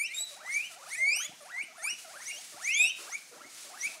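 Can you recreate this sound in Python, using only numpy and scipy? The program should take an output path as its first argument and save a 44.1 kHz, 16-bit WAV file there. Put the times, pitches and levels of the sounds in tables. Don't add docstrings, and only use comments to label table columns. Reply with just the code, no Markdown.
import sys
import numpy as np
from scipy import signal
from scipy.fft import rfft, irfft
from scipy.io import wavfile

SR = 44100
rng = np.random.default_rng(int(sys.argv[2]) if len(sys.argv) > 2 else 0)


def pcm_store(signal):
    levels = np.round(np.clip(np.atleast_2d(signal), -1, 1) * 32767)
    wavfile.write(sys.argv[1], SR, levels.astype(np.int16).T)


N = 176400
ATTACK_S, RELEASE_S, JITTER_HZ = 0.006, 0.005, 130


def amp(db):
    return 10 ** (np.asarray(db) / 20)


def unit(x):
    return x / np.sqrt(np.mean(x ** 2) + 1e-20)


def read(points, hz):
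    freqs, values = np.transpose(points)
    return np.interp(np.log(hz + 1), np.log(freqs), values)


def add(mix, start_s, sound):
    part = mix[max(round(start_s * SR), 0):][:len(sound)]
    part += sound[:len(part)]


def colour(x, spectrum):
    gain = amp(read(spectrum, np.fft.rfftfreq(N, 1 / SR)))
    return unit(irfft(rfft(x) * gain, N))


def wander(t, top_hz):
    rates = np.geomspace(top_hz / 10, top_hz, 20)[:, None]
    return np.sin(2 * np.pi * (rates * t + rng.random(rates.shape))).sum(0) / np.sqrt(10)


def fade(t, start_s, end_s):
    return np.clip((t - start_s) / ATTACK_S + 1, 0, 1) * np.clip((end_s - t) / RELEASE_S + 1, 0, 1)


def partial(t, cycles, clean, rasp, rasp_hz):
    skirt = wander(t, rasp_hz) + 1j * wander(t, rasp_hz)
    return ((np.sqrt(2) * clean + rasp * skirt) * np.exp(2j * np.pi * cycles)).real


def air(level_db=-58.5):
    # (frequency [Hz], level [dB])
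    spectrum = [(30,-46),(55,-41),(85,-30),(130,-8),(260,-6),(500,-8.5),(660,-2.5),(1050,-8.5),(1400,-4.5),(2200,-4),(3200,-8),(6500,-3.5),(8700,-13.5),(11000,-20.5),(13000,-12),(15500,-34)]
    return amp(level_db) * colour(rng.standard_normal(N), spectrum)


def room(x, tail_db=-13.5, build_s=0.02, early_db=-11.5, early_s=0.018, echoes=8):
    # (frequency [Hz], T60 [s])
    t60 = [(300,0.46),(2500,0.38),(3800,0.58),(6000,0.25),(14000,0.14)]
    hz, t, noise = signal.stft(rng.standard_normal(SR), SR, nperseg=256)
    decay = amp(-60 * t / read(t60, hz)[:, None])
    tail = signal.istft(noise * decay, SR, nperseg=256)[1]
    tail *= np.minimum(np.arange(len(tail)) / SR / build_s, 1) ** 2
    response = amp(tail_db) * tail / np.linalg.norm(tail)
    delays_s = early_s * rng.uniform(0.09, 1, echoes)
    for delay_s, sign in zip(delays_s, rng.choice([-1, 1], echoes)):
        response[round(delay_s * SR)] += sign * amp(early_db) / np.sqrt(echoes)
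    return x + signal.fftconvolve(x, response)[:N]


def scuffs(rise_s=0.019):
    # (start [s], length [s], level [dB])
    rubs = [(2.521,0.05,-58.5),(2.972,0.14,-53.5),(3.326,0.081,-58),(3.42,0.87,-65.5)]
    # (frequency [Hz], level [dB])
    spectrum = [(60,-38),(150,-35),(340,10.5),(560,0.5),(850,-4),(1300,11.5),(1700,-5),(3000,-18),(12000,-19)]
    pressure = np.zeros(N)
    for start_s, length_s, db in rubs:
        t = np.arange(0, length_s, 1 / SR)
        add(pressure, start_s, amp(db) * np.minimum(t / rise_s, 1) * (1 - (t / length_s) ** 2))
    return pressure * colour(rng.standard_normal(N), spectrum)


def scratches(grain_db=3, grain_hz=220):
    # (centre [s], half width [s], level [dB])
    strokes = [(.905, 0.02, -54), (1.435, 0.036, -61.5), (1.801, 0.018, -56.5), (2.191, 0.035, -59),
               (3.3, 0.013, -61), (3.625, 0.0074, -52.5)]
    # (frequency [Hz], level [dB])
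    spectrum = [(4000, -27), (7500, -12), (9200, 5), (11000, -4), (13000, -34)]
    t = np.arange(N) / SR
    envelope = sum(amp(db) * np.exp(-((t - s) / width_s) ** 2 / 2) for s, width_s, db in strokes)
    grain = amp(grain_db * wander(t, grain_hz))
    return envelope * grain * colour(rng.standard_normal(N), spectrum)


def paws(rise_s=0.003):
    # (time [s], level [dB], decay [s])
    steps = [(1.293,-46,0.0053),(1.33,-57,0.0065),(1.631,-46,0.0048),(1.929,-49,0.0039),
             (2.542,-49,0.008),(3.363,-57,0.0092),(3.41,-58,0.0078),(3.447,-53.5,0.018),(3.864,-57.5,0.017)]
    # (frequency [Hz], level [dB])
    spectrum = [(40,-42),(75,-49),(120,-3.5),(200,3),(340,5.5),(550,-36),(900,-11),(1400,-57),(3000,-14),(12000,-42)]
    t = np.arange(SR // 2) / SR
    push = np.zeros(N)
    for start_s, db, decay_s in steps:
        add(push, start_s, amp(db) * np.minimum(t / rise_s, 1) * np.exp(-t / decay_s))
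    return push * colour(rng.standard_normal(N), spectrum)


def bedding(floor_db=-79.5, snaps_per_s=1200, crackle=0.21, spread_db=14, flicker_db=1, flicker_hz=45):
    # (centre [s], half width [s], level [dB])
    rustles = [(.18,0.039,-48),(.32,0.053,-50),(0.569,0.083,-48.5),(.66,0.019,-54.5),(0.723,0.028,-50.5),(.92,0.084,-50),
               (1.18,0.13,-57),(1.45,0.18,-58.5),(1.87,0.1,-56.5),(2.0,0.041,-50),(2.108,0.092,-52.5),(2.2,0.022,-56),(2.28,0.067,-49.5),(2.439,0.13,-48.5),(2.68,0.067,-47.5),
               (2.84,0.064,-48.5),(3.012,0.045,-47),(3.11,0.072,-50.5),(3.299,0.16,-56.5),(3.565,0.048,-52),(3.625,0.088,-48.5),(3.866,0.081,-46)]
    # (frequency [Hz], level [dB])
    spectrum = [(300,-16),(1000,-10.5),(2300,-1),(3200,-2),(4200,0),(6200,2),(7800,1.5),(9200,0.5),(11000,-3),(12500,-12.5),(15500,-13)]
    t = np.arange(N) / SR
    power = sum(amp(db) ** 2 * np.exp(-((t - s) / width_s) ** 2) for s, width_s, db in rustles)
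    envelope = np.sqrt(amp(floor_db) ** 2 + power)
    snaps = (rng.random(N) < snaps_per_s / SR) * rng.choice([-1, 1], N)
    sizes = amp(spread_db * np.minimum(rng.exponential(1, N), 2))
    grain = crackle * unit(snaps * sizes) + (1 - crackle) * rng.standard_normal(N)
    return colour(grain, spectrum) * envelope * amp(flicker_db * wander(t, flicker_hz))


def scoop(length_s, low_hz, end_hz, hoarse, drop=0.1943, jitter=0.0085, swell_db=2.6, thin_db=1.5):
    # (frequency [Hz], gain [dB])
    spectrum = [(480,-5.5),(600,-8.5),(740,-3),(980,-8),(1350,2.5),(1800,-2.5),(2500,-1),(4000,-12),(9000,-52)]
    t = np.arange(0, length_s + RELEASE_S, 1 / SR)
    progress = np.minimum(t / length_s, 1)
    turn = 1 / (1 + np.sqrt(abs(end_hz / low_hz - 1) / drop))
    sag = np.maximum(1 - progress / turn, 0)
    rise = np.maximum(progress - turn, 0) / (1 - turn)
    rise = np.sin(0.97 * rise) / np.sin(0.97)
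    glide_hz = low_hz * (1 + drop * sag ** 2) + (end_hz - low_hz) * rise ** 2.1
    hz = glide_hz * (1 + jitter * wander(t, JITTER_HZ))
    cycles = np.cumsum(hz) / SR
    if end_hz < 1.55 * low_hz:
        fall_db_per_oct = 27
    else:
        fall_db_per_oct = 10
        hoarse = np.clip(hoarse + 0.3 * rise, 0, 1)
    tone = 0
    for k in range(1, 6):
        db = read(spectrum, k * hz) - fall_db_per_oct * np.log2(k) - thin_db * rise ** 2
        db += swell_db * wander(t, top_hz=45)
        tone += amp(db) * partial(t, k * cycles, np.sqrt(1 - hoarse), np.sqrt(hoarse), rasp_hz=260)
    return tone * fade(t, ATTACK_S, length_s)


def whistle(track, jitter=0.003, shimmer_db=0.7, flutter_db=1.6, fall_db=3, rasp=0.14):
    # (frequency [Hz], gain [dB])
    throat = [(7000,9),(9000,9.5),(10500,-0.5),(12500,-4.5),(15500,-23)]
    times_s, pitch_hz, *levels_db = np.transpose(track)
    t = np.arange(max(times_s[0] - ATTACK_S, 0), times_s[-1] + RELEASE_S, 1 / SR)
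    glide_hz = np.interp(t, times_s, pitch_hz)
    h1_db, h2_db, h3_db, h4_db = (np.interp(t, times_s, db) for db in levels_db)
    strain = np.clip((glide_hz - 2600) / 600, 0, 1)
    tremble = (1 + 0.6 * strain) * jitter * wander(t, JITTER_HZ)
    kink = np.interp(np.maximum(h1_db, h2_db), [-44, -30], [0.011, 0.003]) * (1 - strain / 2)
    hz = glide_hz * (1 + tremble + kink * wander(t, top_hz=70))
    cycles = np.cumsum(hz) / SR
    upper = np.arange(4, 8)[:, None]
    throat_db = read(throat, upper * hz) - fall_db * upper
    upper_db = h4_db + throat_db - throat_db[0]
    harmonics_db = np.array([h1_db - 0.25, h2_db - 0.04, h3_db + 1.8, *(upper_db + 1.8)])
    harmonics_db[1:] += flutter_db * wander(t, top_hz=110)
    tone = 0
    for k, db in enumerate(harmonics_db, 1):
        gain = amp(db + shimmer_db * wander(t, JITTER_HZ)) * (k * hz < SR / 2)
        tone += gain * partial(t, k * cycles, 1, rasp * np.sqrt(k - 1), rasp_hz=800)
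    return t[0], tone * fade(t, times_s[0], times_s[-1])


def guinea_pigs():
    # (time [s], pitch [Hz], levels of harmonics 1, 2, 3, 4 [dB])
    whistles = [
        [(0.0, 2208, -34, -50, -45.5, -42), (0.022, 2356, -29, -59.0, -48, -41.5),
         (0.034, 2390, -31.5, -56.0, -47.0, -43), (0.042, 2580, -34.5, -47.5, -63, -61),
         (0.062, 2763, -34.5, -42.5, -52, -70.5), (0.085, 3160, -56, -58.0, -89.0, -96.0)],
        [(0.075, 1897, -62, -59, -68, -68), (0.12, 2134, -41.5, -56, -85, -56.5),
         (0.15, 2453, -41.5, -77.0, -51, -79)],
        [(0.14, 3600, -47, -60, -73, -83.5), (0.147, 3680, -51.5, -37.0, -57, -62.5),
         (0.18, 3758, -35, -43.5, -55, -65), (0.22, 3940, -39, -34.5, -56, -76.5),
         (0.24, 3987, -37, -37.5, -72, -93.5), (0.252, 3970, -55, -62, -56, -86.0)],
        [(0.45, 1884, -48.5, -64.5, -66, -65), (0.49, 2069, -38, -67, -58, -63),
         (0.53, 2226, -34.5, -58, -67, -48), (0.6, 2403, -31.5, -60, -60.5, -74),
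         (0.622, 2587, -40, -71, -75, -84), (0.652, 2950, -42.0, -53, -78, -80),
         (0.68, 3130, -50.5, -54.5, -76.0, -83.5)],
        [(0.51, 1854, -45, -72.5, -78, -74.0), (0.525, 1897, -47.5, -73.0, -51, -75),
         (0.551, 2152, -41, -54, -36.5, -52), (0.574, 2382, -34, -61, -63, -46.5)],
        [(0.905, 1860, -48, -58, -52, -64), (0.93, 2200, -37, -52, -49, -49), (0.947, 2233, -35, -68, -50, -39),
         (0.963, 2550, -48.5, -64.5, -56, -72)],
        [(0.95, 1750, -50, -63, -62, -60), (1.0, 2080, -31.5, -63.0, -50.5, -47),
         (1.046, 2154, -25, -60, -56, -57), (1.085, 2288, -27, -41, -50.5, -48.5),
         (1.122, 2411, -27.0, -37, -44.5, -57), (1.145, 2630, -32, -37.0, -45.5, -66),
         (1.165, 2860, -41.0, -36, -37.5, -48), (1.205, 3024, -39.5, -37.5, -51, -61),
         (1.255, 3480, -49, -39.5, -59, -59.0), (1.264, 3430, -39, -42.5, -67.0, -77.5)],
        [(1.218, 1890, -53.0, -52, -63.0, -83.5), (1.245, 1990, -47.5, -53, -54, -56),
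         (1.268, 2323, -49, -93, -59, -60)],
        [(1.522, 1878, -54, -61, -73, -82.5), (1.545, 1940, -41.5, -68, -68, -61),
         (1.608, 2252, -32.5, -60.5, -59, -63), (1.62, 2436, -36.5, -67, -60, -62),
         (1.63, 2888, -51.0, -64, -49.5, -75), (1.645, 3017, -49, -60, -54.5, -87.0)],
        [(1.795, 1783, -52, -59.5, -93.5, -72), (1.815, 1863, -48.5, -70.5, -60.5, -66),
         (1.835, 2170, -53.5, -57, -43.5, -45.5), (1.845, 2270, -35, -55, -52.5, -41),
         (1.865, 2387, -36, -51, -46, -41.5), (1.88, 2520, -32, -48.5, -55, -53),
         (1.908, 2850, -40, -35, -44.5, -60), (1.94, 2922, -41, -47.5, -58, -81.5)],
        [(2.2, 1827, -49, -84.5, -82.0, -76.0), (2.215, 1930, -49, -70, -57, -77.0),
         (2.235, 2244, -54, -83, -50, -51)],
        [(2.26, 1850, -60, -63.5, -45.5, -60), (2.285, 2224, -40, -69.0, -46, -49.5),
         (2.306, 2225, -36, -62.0, -50, -46), (2.322, 2590, -45, -79, -81.0, -77.5)],
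        [(2.297, 2740, -48.0, -73, -72, -62.5), (2.32, 2862, -44.5, -50, -65, -75.0),
         (2.355, 2786, -48, -50.5, -64, -79), (2.388, 3280, -51, -46.5, -85.5, -81.5)],
        [(2.622, 1689, -51.5, -65.5, -67, -49), (2.648, 2017, -41, -65, -36.0, -57),
         (2.68, 2350, -30, -53, -47, -48.5), (2.71, 2630, -29, -47.5, -57, -58),
         (2.732, 2950, -39.5, -39.5, -67, -84), (2.749, 3246, -35, -28, -63, -79.0),
         (2.789, 3550, -36.5, -56, -41, -68), (2.835, 3805, -39, -38, -50.5, -63.0),
         (2.875, 3710, -43.5, -72, -72, -85.0)],
        [(2.68, 2025, -45, -65.0, -60.0, -68), (2.73, 2148, -32.5, -63, -83, -69),
         (2.778, 2352, -28.5, -52, -43, -78), (2.822, 2526, -21.5, -51, -33, -58),
         (2.856, 2677, -25, -42.5, -43.5, -48.5), (2.885, 2910, -39, -37.5, -44, -71.5),
         (2.908, 3100, -33, -47, -81, -75)],
        [(3.105, 1770, -59, -77, -58, -62.0), (3.127, 2067, -44.5, -63, -41, -67),
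         (3.155, 2310, -33, -70, -50, -50.5), (3.17, 2530, -51, -69, -77, -83)],
        [(3.44, 2066, -60.0, -69, -64.5, -88.0), (3.46, 2181, -55.5, -77.0, -67, -70.5),
         (3.485, 2270, -54, -74.5, -69, -71)],
        [(3.788, 1868, -59, -69.0, -65, -72.5), (3.815, 1963, -53, -58.0, -38.5, -68),
         (3.841, 2220, -33, -63.0, -46.5, -48.5), (3.861, 2330, -32.5, -49, -51, -42.5),
         (3.88, 2640, -38.5, -56.5, -75.5, -73)],
    ]
    # (start [s], length [s], lowest pitch [Hz], end pitch [Hz], level [dB], hoarseness [0-1])
    scoops = [(0.2,0.031,678,860,-53.5,0.2),(0.303,0.14,560,1897,-52,0),(0.401,0.1,613,1727,-50,0.34),(0.7,0.14,640,1366,-53.5,0),
              (0.782,0.11,532,1823,-53,0),(0.824,0.11,538,1710,-54,0),(0.979,0.11,611,890,-52,0),(1.112,0.11,514,1673,-50,0.03),
              (1.234,0.12,587,1047,-56,0),(1.402,0.13,570.4,1934,-49,0.09),(1.521,0.081,698,1740,-52.5,0.06),(1.68,0.11,625,1773,-55,0.02),
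              (1.777,0.14,631,2332,-47.5,0),(2.044,0.14,637,1798,-49.5,0),(2.133,0.11,573.4,1710,-52,0.4),(2.325,0.083,586,826,-55,0.3),
              (2.519,0.11,574,1642,-49,0.1),(2.585,0.058,635,840,-55.5,0.06),(2.792,0.08,632,807,-51,0.03),(2.993,0.098,562.6,1650,-53,0.35),
              (3.049,0.085,608,1476,-51.5,0.5),(3.308,0.14,470.7,2007,-52.5,0.28),(3.396,0.094,575,840,-58.5,0.08),(3.642,.135,560,1720,-51.5,0.2),
              (3.694,0.082,714,884,-55,0.03),(3.868,0.11,663,1285,-57,0.36),(3.946,0.072,623,690,-53.5,0)]
    voices = np.zeros(N)
    for track in whistles:
        add(voices, *whistle(track))
    for start_s, length_s, low_hz, end_hz, db, hoarse in scoops:
        add(voices, start_s, amp(db) * scoop(length_s, low_hz, end_hz, hoarse))
    return voices


def scene():
    voices = guinea_pigs()
    background = air()
    pen = voices + bedding() + scratches() + paws() + scuffs()
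    return (room(pen) + background)[None]


def record(dry, low_hz=85, cutoff_hz=15750):
    highpass = signal.butter(2, low_hz, "highpass", fs=SR, output="sos")
    lowpass = signal.firwin(511, cutoff_hz, window=("kaiser", 9), fs=SR)
    return signal.oaconvolve(signal.sosfilt(highpass, dry), lowpass[None], "same")


dry = scene()
out = record(dry)
pcm_store(out)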